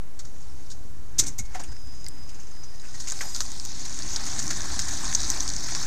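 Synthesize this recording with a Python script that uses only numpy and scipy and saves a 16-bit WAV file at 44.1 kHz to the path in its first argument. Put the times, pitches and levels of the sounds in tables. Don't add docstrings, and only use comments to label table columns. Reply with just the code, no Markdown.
import sys
import numpy as np
from scipy import signal
from scipy.fft import rfft, irfft, next_fast_len
from scipy.io import wavfile
from scipy.ndimage import uniform_filter1d

SR = 44100
rng = np.random.default_rng(int(sys.argv[2]) if len(sys.argv) > 2 else 0)


def volts_from_decibels(level):
    exponent = np.asarray(level, float) / 20
    return 10 ** exponent


def transcribe(signal):
    frames = np.atleast_2d(signal).T
    limited = np.clip(frames, -1, 1)
    pcm = np.round(limited * 32767).astype(np.int16)
    wavfile.write(sys.argv[1], SR, pcm)


N = 258426

# time in seconds, level in dB.
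WIND = [(0, -45), (.1, -53), (.45, -48.5), (1.14, -44), (1.24, -34.5), (1.33, -47), (1.8, -46),
        (2.3, -50.5), (2.87, -51), (3.3, -48), (3.46, -43.5), (3.57, -46), (4.3, -41.5), (4.52, -40),
        (4.67, -40.5), (5.1, -39.5), (5.42, -39.5), (5.75, -42.5)]
# frequency in Hz, density in dB per Hz.
BREEZE_COLOUR = [(8, -22), (16, -7.5), (30, -3), (60, -6), (100, -11.5), (160, -21), (250, -33),
                 (400, -74.5)]
AIR_COLOUR = [(120, -23), (200, -4), (520, -6), (1190, -10.5), (2680, -20.5), (4140, -20), (6610, -15.5),
              (8510, -21.5), (13400, -23), (14100, -26), (14900, -53)]
AIR_DB = -52.5

# time in seconds, crunch in dB.
CONTACT = [(0.05, -64), (0.44, -53.5), (1.14, -61.5), (1.26, -50), (1.43, -66), (1.57, -49), (1.75, -54.5),
           (2.69, -54.5), (2.87, -47), (3.15, -38.5), (3.62, -39.5), (4.31, -33), (4.52, -32), (4.67, -33),
           (5.17, -31.5), (5.42, -31.5), (5.62, -34.5), (5.86, -31)]
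# frequency in Hz, density in dB per Hz.
GRIT_COLOUR = [(1530, -38.5), (2600, -37.5), (2900, -20), (3720, -6), (4120, -5.5), (4500, -3),
               (5050, -3.5), (6430, 1), (6820, -0.5), (7500, -5.5), (9130, -14), (11000, -31), (13400, -24),
               (14300, -31), (14900, -47)]
TREAD_COLOUR = [(260, -32), (450, -22), (490, -17), (624, -5), (747, -2.5), (859, -2), (1070, -2),
                (1230, -4.5), (1770, -2.5), (2110, -6), (2900, -13.5), (3770, -29), (6380, -120)]
DRONE_COLOUR = [(71, -28.5), (120, 0.5), (209, -2), (290, 0.5), (316, -1.5), (462, -15), (560, -24.5),
                (730, -40), (1230, -120)]
# frequency in Hz, width in Hz, level in dB.
HOLLOWS = [(984, 42, -14), (1550, 60, -12.5), (1940, 70, -18), (4460, 130, -6.5), (5300, 140, -1),
           (5900, 140, -0.5), (6330, 130, 0.5), (6650, 100, -0.5), (7000, 130, -6), (7800, 150, -10)]
HOLLOWS_DB, HOLLOW_HITS_PER_S = -7.5, 35
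# dB at full roll, dB per dB of crunch, resting dB, shudder share in dB.
TREAD_LAW, DRONE_LAW = (-44, 1.5, -65, -8.5), (-47, 0.77, -59.5, -3.5)
FULL_ROLL_DB = -33
# time in seconds, level in dB, length in seconds.
SHUDDERS = [
    (1.242, -41.5, 0.059),
    (1.585, -46, .06),
    (1.72, -58, 0.053),
    (2.34, -57, 0.47),
]
# time in seconds, change in dB.
TAIL_SWING = [(0, 0.5), (2.3, -1), (2.6, -4), (3.3, -2), (3.8, 1), (4.5, 1.5), (5.3, 1), (5.86, 1)]
TURN_S = 3.7
ROLLS_S = 2.5

# start in seconds, peak in dB, panel share in dB,
# panel frequency in Hz, rise in ms.
CABIN = [(.19, -30, -12, 1780, 2.6), (.246, -34, -13.5, 1500, 3.3), (.699, -33, -29, 1500, 3.5),
         (.712, -31, -16, 1500, 3), (1.181, -13, -35, 2150, 5), (1.188, -7, -21, 2150, 0.95),
         (1.1944, -4, -23.5, 2150, 0.86), (1.203, -19, -18, 2150, 1.9), (1.234, -24.5, -29, 1400, 1.8),
         (1.259, -27, -23, 2100, 4), (1.266, -21, -25, 2100, 1), (1.275, -21.5, -19, 2100, 2.7),
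         (1.379, -29, -20, 2170, 4), (1.3854, -20.5, -16, 2170, 0.9), (1.392, -21, -13.5, 2160, 2.2),
         (1.448, -40, -9, 2150, 4.4), (1.54, -31.5, -3, 732, 10), (1.545, -44, 13.5, 1620, 3.7),
         (1.593, -29.5, -2.5, 810, 4.9), (1.634, -36, 0, 2620, 3.7), (1.714, -40.5, -7, 1500, 4)]
CABIN_FALL_MS, CABIN_FALL_PER_RISE = 6.2, 0.42
# start in seconds, peak in dB.
TICKS = [
    (2.289, -37.5),
    (2.342, -40),
    (2.396, -39.5),
    (2.43, -47),
    (2.468, -44),
    (2.511, -47),
]
TICK_SHAPE = (-9, 2500, 2.5, 11)
TICK_RING = (-43.5, 6335, .035)
# start in seconds, peak in dB, panel share in dB,
# panel frequency in Hz, fall in ms.
SCUFFS = [(2.632, -41.5, -7, 1400, 20), (2.825, -44, 1.5, 1820, 46), (2.94, -38, -4, 1770, 14),
          (2.999, -26.5, -15, 1500, 7.7), (3.072, -24, -10, 2240, 16.5), (3.12, -24, -9, 1200, 6.2),
          (3.208, -22, -3.5, 1690, 11.6), (3.225, -43.5, 8, 740, 33), (3.346, -23.5, -16, 1490, 17),
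          (3.404, -18, -10.5, 1290, 7.4), (3.848, -25.5, -12, 2000, 9.8), (4.161, -23, -18, 1800, 7.7),
          (4.264, -25, -7.5, 1800, 8.7), (4.389, -25, -12, 1800, 6.4), (4.503, -18.5, -10, 1700, 10),
          (4.793, -19.5, -9, 1800, 7), (4.886, -23.5, -10, 1800, 8), (5.144, -31, -22, 1800, 6.5),
          (5.2, -26, -22, 1800, 6.2), (5.683, -27.5, -2, 1780, 12), (5.751, -24.5, -8, 1800, 8.3)]
SCUFF_RISE_PER_FALL = 0.16
# frequency in Hz, density in dB per Hz.
LEVER_COLOUR = [(1530, -51), (2600, -33), (2970, -27.5), (3800, -18), (4630, -17.5), (6430, -4.5),
                (8060, -14.5), (11200, -35), (13400, -32), (14900, -42)]
LEVER_FROM_S, LEVER_TO_S = 1.1, 1.43
# frequency in Hz, width in Hz, level in dB.
TRIM = [(732, 150, -8.5), (1400, 340, -4), (2150, 110, -30)]
# start in seconds, peak in dB, frequency in Hz,
# 60 dB decay in seconds.
PINGS = [(1.636, -36, 9000, .03), (1.637, -42, 8250, .02), (1.7665, -43, 5300, 0.03),
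         (2.0652, -27.5, 4850, 0.015), (2.0652, -40, 2090, 0.021), (2.045, -41, 5100, .02),
         (1.552, -48, 1950, 0.11), (2.634, -42.5, 5800, 0.081), (3.1, -39, 3600, .025),
         (2.853, -42, 2600, .012), (2.798, -40.5, 3960, .012), (3.9, -42, 4100, .014),
         (2.633, -42, 6300, .05), (1.189, -26.5, 13200, .018), (1.197, -33, 14000, .018),
         (1.386, -35, 13300, .02), (1.387, -42, 12000, .02), (1.19, -33, 9800, .04),
         (1.191, -43, 8328, .045), (1.267, -35, 8800, 0.044), (1.225, -37, 340, 0.054),
         (1.19, -38, 2130, 0.072), (1.245, -48, 2170, .12), (1.545, -42, 2150, .08),
         (1.59, -42, 800, 0.062), (3.1, -53, 1950, .12), (1.39, -36, 2170, 0.074), (1.43, -58, 2180, 0.45),
         (2.73, -58, 1850, 0.23), (2.885, -49, 1500, 0.065), (2.945, -49, 1900, .1),
         (3.852, -33, 4100, 0.022), (5.036, -30, 1070, 0.014), (1.553, -31.5, 740, 0.081),
         (1.39, -45.5, 760, .06), (3.209, -20.5, 2020, 0.0072)]
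# start in seconds, peak in dB, frequency in Hz,
# 60 dB decay in seconds.
KNOCKS = [
    (1.188, -33.5, 119, 0.15),
    (1.193, -35, 334, 0.052),
    (1.228, -30, 45, 0.074),
    (1.287, -44, 235, 0.09),
    (1.391, -32.5, 105, 0.12),
    (1.403, -34.5, 203, 0.051),
    (1.43, -27.5, 40, .1),
    (1.51, -32, 40, 0.088),
    (1.686, -28, 55, 0.14),
    (1.716, -38, 79.6, 0.14),
]

# time in seconds, level in dB.
IDLE_TONE = [(1.66, -90), (1.68, -54), (2.27, -54.5), (2.36, -59), (2.44, -63), (2.52, -57), (2.64, -53.5),
             (2.72, -57.5), (2.83, -57), (2.845, -66), (2.88, -57.5), (2.93, -59), (2.955, -66),
             (2.98, -57), (3.05, -61), (3.16, -60), (3.46, -58), (3.55, -90)]
# start in seconds, end in seconds, level in dB, sag in dB per second.
DRIVE_PUSHES = [
    (3.172, 3.215, -45, 10),
    (3.247, 3.305, -45, 30),
    (3.32, 3.385, -46, 10),
    (3.4, 3.445, -50, 40),
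]
DRIVE_EDGE_S = .012
# frequency in Hz, level in dB.
CHORD = [(4998, 0), (7490, -7)]
# frequency in Hz, level in dB, start in seconds, end in seconds.
FAINT_TONES = [
    (9997, -72, 3.15, 4.03),
    (13798, -83, 0, 5.86),
    (12496, -66, 3.172, 3.195),
    (12496, -60, 3.195, 3.265),
    (12496, -60, 3.282, 3.385),
    (12496, -63, 3.385, 3.442),
    (13798, -70, 3.272, 3.322),
]

# start in seconds, peak in dB,
# low share in dB, ring frequency in Hz.
SNAPS_NEAR = [(1.7665, -36, 0, 5300), (1.8735, -37, -30, 6090), (2.0447, -26, -48, 6750),
              (2.065, -22, -16, 5600), (2.0854, -17.5, -45, 8000), (3.0037, -31, -7, 5740),
              (3.015, -30, -30, 6820), (3.0228, -24, -32, 6840), (3.0735, -22, -4, 6630),
              (3.0864, -16, -31, 7060), (3.101, -14, -31, 6860), (3.1088, -14, -33, 6940),
              (3.121, -11, -16, 7100), (3.1244, -19, -20, 6300), (3.1913, -22, -8, 4450),
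              (3.3488, -16, -33, 4740), (3.3636, -14, -19, 5350), (3.4058, -9, -12, 5300),
              (3.412, -20, -20, 6340), (3.4221, -19, -23, 5780), (3.4641, -26, -50, 4800),
              (3.5188, -18.5, -23, 6850), (3.599, -16, -28, 5300), (3.6518, -17, -48, 6990),
              (3.6593, -19.5, -32, 5760)]
# start in seconds, peak in dB, low share in dB,
# ring frequency in Hz.
SNAPS_AWAY = [(3.99, -17, -29.5, 6480), (4.023, -17, -32, 4570), (4.1617, -10, -28, 5360),
              (4.165, -12, -32, 5030), (4.2559, -18, -21, 6700), (4.3923, -12, -23, 6750),
              (4.4267, -16, -28, 6550), (4.4301, -18, -23, 6080), (4.468, -17, -19, 5930),
              (4.4796, -14, -23, 5830), (4.509, -15, -9, 5460), (4.607, -17, -25, 6080),
              (4.6192, -15, -30, 6370), (4.7928, -7.5, -13.5, 6760), (4.821, -17, -36, 6200),
              (5.08, -15, -15, 6000), (5.1278, -17.5, -1, 5770), (5.1501, -2, -45, 6330),
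              (5.153, -2.5, -37, 6330), (5.203, -15, -29, 6250), (5.2052, -14, -31, 5700),
              (5.218, -15, -21, 6050), (5.2324, -14, -30, 6050), (5.3022, -5, -37, 5900),
              (5.3174, -14, -15, 5200), (5.402, -16, -30, 6000), (5.406, -7.5, -36, 5800),
              (5.4785, -12, -24, 5460), (5.4887, -15, -31, 5900), (5.492, -13, -31, 6500),
              (5.7504, -9.5, -12, 4720)]
# start in seconds, peak in dB, ring frequency in Hz.
CRACKS = [(2.7587, -35, 6400), (2.7986, -34, 6600), (2.819, -32, 6800), (2.853, -37, 6480),
          (2.872, -35, 6800), (2.9418, -34, 6640), (2.965, -31, 6800), (3.042, -27, 6000),
          (3.6938, -29, 6880), (3.7741, -28, 6550), (3.8838, -30, 6390), (3.8963, -23, 6440),
          (3.9452, -23, 7210), (4.1028, -25, 6590), (4.1223, -24, 6350), (4.2415, -21, 6620),
          (4.2655, -20, 6910), (4.3338, -19, 4200), (4.3707, -21, 6820), (4.3955, -14, 6800),
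          (4.3985, -15, 6900), (4.5118, -22, 6300), (4.532, -20, 6300), (4.5718, -17, 5590),
          (4.7584, -25, 6740), (4.8851, -20, 6320), (5.0542, -18, 6290), (5.238, -19, 6200),
          (5.255, -21, 6500), (5.3625, -20, 6280), (5.502, -12.5, 4700), (5.5371, -18, 5330),
          (5.565, -16.5, 6220), (5.6867, -21, 4370), (5.757, -19, 5500)]
# start in seconds, peak in dB.
SPLITS = [(2.065, -36), (2.0854, -34), (3.101, -36), (3.1088, -34), (3.122, -35), (3.3636, -30),
          (3.4058, -26), (3.5188, -36), (3.6518, -32), (3.6593, -37), (4.509, -30), (4.7928, -32),
          (4.8851, -35), (5.1501, -31), (5.3021, -20.5), (5.3174, -36)]
# start in seconds, end in seconds, pops per second.
POPS = [
    (3.0, 3.2, 20),
    (3.2, 5.84, 20),
]
POP_OVER_CRUNCH_DB, POP_SPREAD_DB, POP_LOW_DB = 5.5, 5, -23
POP_HZ, POP_SPREAD_HZ = 6000, 900

TOP_HZ = 13980
OFFSET = -.0939


def level(x, db=0):
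    return x * volts_from_decibels(db) / np.sqrt(np.mean(x ** 2))


def colour(x, spectrum, size=4096):
    hz, db = np.transpose(spectrum)
    f = np.maximum(np.arange(size // 2 + 1) * SR / size, 1)
    cepstrum = irfft(np.interp(np.log(f), np.log(hz), db) * np.log(10) / 20)
    cepstrum[1:size // 2] *= 2
    cepstrum[size // 2 + 1:] = 0
    return signal.fftconvolve(x, irfft(np.exp(rfft(cepstrum))))[:len(x)]


def band(x, hz, width_hz):
    return signal.lfilter(*signal.iirpeak(hz, hz / width_hz, SR), x)


def walk(rate):
    hold = int(SR / rate)
    steps = np.repeat(rng.standard_normal(N // hold + 1), hold)
    return 1.61 * uniform_filter1d(uniform_filter1d(steps, hold), hold)[:N]


def curves(table):
    s, *columns = np.transpose(table)
    return [np.interp(np.arange(N) / SR, s, column) for column in columns]


def add(track, x, s, db):
    i = int(s * SR)
    x = x[:N - i]
    track[i:i + len(x)] += x * volts_from_decibels(db) / np.max(np.abs(x))


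def dying(starts, tail_ms):
    return signal.lfilter([1], [1, -np.exp(-1000 / (tail_ms * SR))], starts)


def spits(per_s, tail_ms):
    starts = (rng.random(N) < per_s / SR) * rng.exponential(size=N)
    return level(uniform_filter1d(dying(starts, tail_ms), size=16))


def flickering(spectrum, source, flicker_db, rate, spit=0.):
    size = next_fast_len(N, True)
    whole = rfft(colour(source, spectrum), size)
    octave = np.log2(np.arange(size // 2 + 1) * SR / size + 1)
    lowest, highest = np.log2(spectrum[0][0]), np.log2(spectrum[-1][0]) + .5
    out = 0
    for centre in np.arange(3, 14.3, 1 / 3):
        if not lowest < centre < highest:
            continue
        gain = volts_from_decibels(flicker_db * walk(rate))
        if spit:
            gain = gain * (1 + spit * spits(220, 3.4))
        part = whole * np.clip(1 - 3 * abs(octave - centre), 0, 1)
        out = out + gain * irfft(part, size)[:N]
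    return level(out)


def breeze():
    (wind_db,) = curves(WIND)
    rumble = flickering(BREEZE_COLOUR, rng.standard_normal(N), 1.9, 9)
    return (volts_from_decibels(wind_db - 2.0) + volts_from_decibels(-51.5)) * rumble


def open_air():
    return level(colour(rng.standard_normal(N), AIR_COLOUR), AIR_DB - 3)


def grains(per_s, spread_db, tail_ms):
    sizes = np.minimum(rng.exponential(size=N), 3)
    starts = (rng.random(N) < per_s / SR) * volts_from_decibels(spread_db * sizes)
    return level(dying(starts, tail_ms) * rng.standard_normal(N))


def hollows():
    out = 0
    for hz, width_hz, db in HOLLOWS:
        sizes = np.minimum(rng.exponential(size=N), 3)
        hits = (rng.random(N) < HOLLOW_HITS_PER_S / SR) * sizes
        out = out + level(band(hits, hz, width_hz), db)
    return level(out, HOLLOWS_DB)


def follows(grit_db, law):
    full_db, slope, rest_db, shudder_db = law
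    t = np.arange(N) / SR
    shake = sum(volts_from_decibels(db + shudder_db) * np.exp(-((t - s) / length) ** 2) for s, db, length in SHUDDERS)
    driven = volts_from_decibels(full_db + slope * (grit_db - FULL_ROLL_DB))
    return 20 * np.log10(driven + volts_from_decibels(rest_db) + shake)


def tyres(grit_db, tread_db, drone_db):
    t = np.arange(N) / SR
    crush = grains(900, 2.8, 0.66) + grains(150, 2.4, 4.1)
    swell = volts_from_decibels(0.46 * walk(12))
    grit = flickering(GRIT_COLOUR, crush + volts_from_decibels(8.5) * rng.standard_normal(N), 1.62, 25, spit=0.61)
    tread = flickering(TREAD_COLOUR, volts_from_decibels(-1.5) * crush + rng.standard_normal(N), 1.2, 18, spit=0.31)
    side_on = np.clip((TURN_S + 0.88 - t) / 0.37, 0, 1)
    hiss = band(band(rng.standard_normal(N), 2060, 1050), 3240, 1600)
    tread = tread + side_on * level(hiss, -7)
    near = np.clip((TURN_S + .15 - t) / 0.42, 0, 1)
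    bright = band(band(crush + 2.2 * rng.standard_normal(N), 8200, 2200), 8200, 3000)
    grit = grit + near * level(bright, -12)
    hum = band(band(rng.standard_normal(N), 1710, 270), 1680, 530)
    tread = tread + (1 - side_on) * volts_from_decibels(2.3 * walk(13)) * level(hum, -8.0)
    drone = flickering(DRONE_COLOUR, rng.standard_normal(N), 1.3, 12)
    ground = volts_from_decibels(grit_db - 2.5) * (grit + hollows()) + volts_from_decibels(tread_db - 1.3) * tread
    return swell * ground + volts_from_decibels(drone_db - 1.63) * drone


def scrapes():
    cabin = [(*row, CABIN_FALL_MS + CABIN_FALL_PER_RISE * row[-1]) for row in CABIN]
    ticks = [(*row, *TICK_SHAPE) for row in TICKS]
    scuffs = [(*row[:-1], SCUFF_RISE_PER_FALL * row[-1], row[-1]) for row in SCUFFS]
    return cabin + ticks + scuffs


def friction():
    out, t = np.zeros(N), np.arange(6000) / SR
    for s, db, panel_db, panel_hz, rise_ms, fall_ms in scrapes():
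        rub, slip = rng.standard_normal((2, len(t)))
        rise = (1 - np.exp(-1000 * t / rise_ms)) ** 2
        fall = np.exp(-1000 * t / fall_ms) + volts_from_decibels(-24.0) * np.exp(-t / 0.038)
        stick_slip = volts_from_decibels(0.58 * level(uniform_filter1d(slip, 40)))
        push = rub * rise * fall * stick_slip
        spectrum = LEVER_COLOUR if LEVER_FROM_S < s < LEVER_TO_S else GRIT_COLOUR
        add(out, colour(push, spectrum), s, db)
        trim = sum(volts_from_decibels(share_db) * level(band(push, hz, width)) for hz, width, share_db in TRIM)
        panel = level(band(push, panel_hz, 0.25 * panel_hz), 4.8)
        add(out, trim + panel, s, db + panel_db)
    return out


def ringing_parts():
    out, t = np.zeros(N), np.arange(6000) / SR
    tick_rings = [(row[0] + 0.001014, *TICK_RING) for row in TICKS]
    for s, db, hz, t60 in list(PINGS) + list(KNOCKS) + tick_rings:
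        swell = 1 - np.exp(-t * 56 / t60)
        decay = np.exp(-np.log(1000) * t / t60)
        add(out, swell * decay * np.sin(2 * np.pi * hz * t), s, db)
    return out


def inverter():
    (idle_db,), t = curves(IDLE_TONE), np.arange(N) / SR
    drive = 0
    for on, off, db, sag in DRIVE_PUSHES:
        gate = np.clip(np.minimum(t - on, off - t) / DRIVE_EDGE_S + .5, 0, 1)
        drive = drive + volts_from_decibels(db - sag * np.abs(t - on)) * gate
    out = volts_from_decibels(idle_db + 1.3 * walk(25)) * np.sin(2 * np.pi * 5000.5 * t)
    for hz, db in CHORD:
        wander_hz = hz + 6.7 * walk(27.8)
        out += drive * volts_from_decibels(db + 1.5 * walk(34.9)) * np.sin(2 * np.pi * np.cumsum(wander_hz) / SR)
    for hz, db, start, end in FAINT_TONES:
        sounding = (t > start) & (t < end)
        out += volts_from_decibels(db + 2 * walk(10)) * sounding * np.sin(2 * np.pi * hz * t)
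    return np.sqrt(2) * out


def stones(snaps):
    out, t = np.zeros(N), np.arange(900) / SR
    for s, db, low_db, hz in snaps:
        crack, spray = rng.standard_normal((2, len(t)))
        spray_db = -17 if s > TURN_S else -27
        push = 2 * (t == 0) + .6 * crack * np.exp(-t / .0003) + volts_from_decibels(spray_db) * spray * np.exp(-t / .003)
        ring = band(push, hz, 900)
        ring = colour(ring, GRIT_COLOUR, size=512) if s > ROLLS_S else band(ring, hz, 2500)
        body = level(ring) + level(colour(push, GRIT_COLOUR, size=512), -6)
        add(out, body, s - .0004, db - 1.5)
        add(out, band(band(push, 13300, 1500), 13300, 2500), s - .0004, db - 31)
        add(out, band(band(push, 11000, 3000), 12400, 4400), s - .0004, db - 30)
        add(out, band(band(push, 1700, 890), 1600, 2700), s - .0003, db + low_db - 5.0)
    return out


def splits():
    out, t = np.zeros(N), np.arange(400) / SR
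    for s, db in SPLITS:
        push = rng.standard_normal(len(t)) * np.exp(-t / .0008)
        upper = band(band(push, 13400, 2500), 11400, 4000)
        lower = band(band(push, 9300, 2500), 9000, 4000)
        add(out, upper + volts_from_decibels(3) * lower, s - .0003, db)
    return out


def pops(grit_db):
    rows = []
    for start, end, per_s in POPS:
        count = int((end - start) * per_s)
        place, size, low, pitch = rng.standard_normal((count, 4)).T
        s = start + (end - start) * (np.arange(count) + .5 + np.tanh(place) / 2) / count
        db = grit_db[(s * SR).astype(int)] + POP_OVER_CRUNCH_DB + POP_SPREAD_DB * np.minimum(size, 1)
        hz = np.clip(POP_HZ + POP_SPREAD_HZ * pitch, 4000, 8000)
        rows += zip(s, db, POP_LOW_DB + 7 * low, hz)
    return rows


def scene():
    (grit_db,), (tail_db,) = curves(CONTACT), curves(TAIL_SWING)
    rolling = tyres(grit_db, follows(grit_db, TREAD_LAW), follows(grit_db, DRONE_LAW) + tail_db)
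    cracks = [(s, db, POP_LOW_DB, hz) for s, db, hz in CRACKS]
    snaps = list(SNAPS_NEAR) + list(SNAPS_AWAY) + cracks + pops(grit_db)
    car = rolling + friction() + ringing_parts() + inverter() + stones(snaps) + splits()
    return (car + breeze() + open_air())[None]


def top_cut(x):
    return signal.sosfilt(signal.butter(12, 15040, fs=SR, output="sos"), x)


def record(dry):
    low_pass = signal.ellip(9, .5, 38, TOP_HZ, fs=SR, output="sos")
    mix = signal.sosfilt(low_pass, dry) + OFFSET
    return top_cut(mix)


dry = scene()
out = record(dry)
transcribe(out)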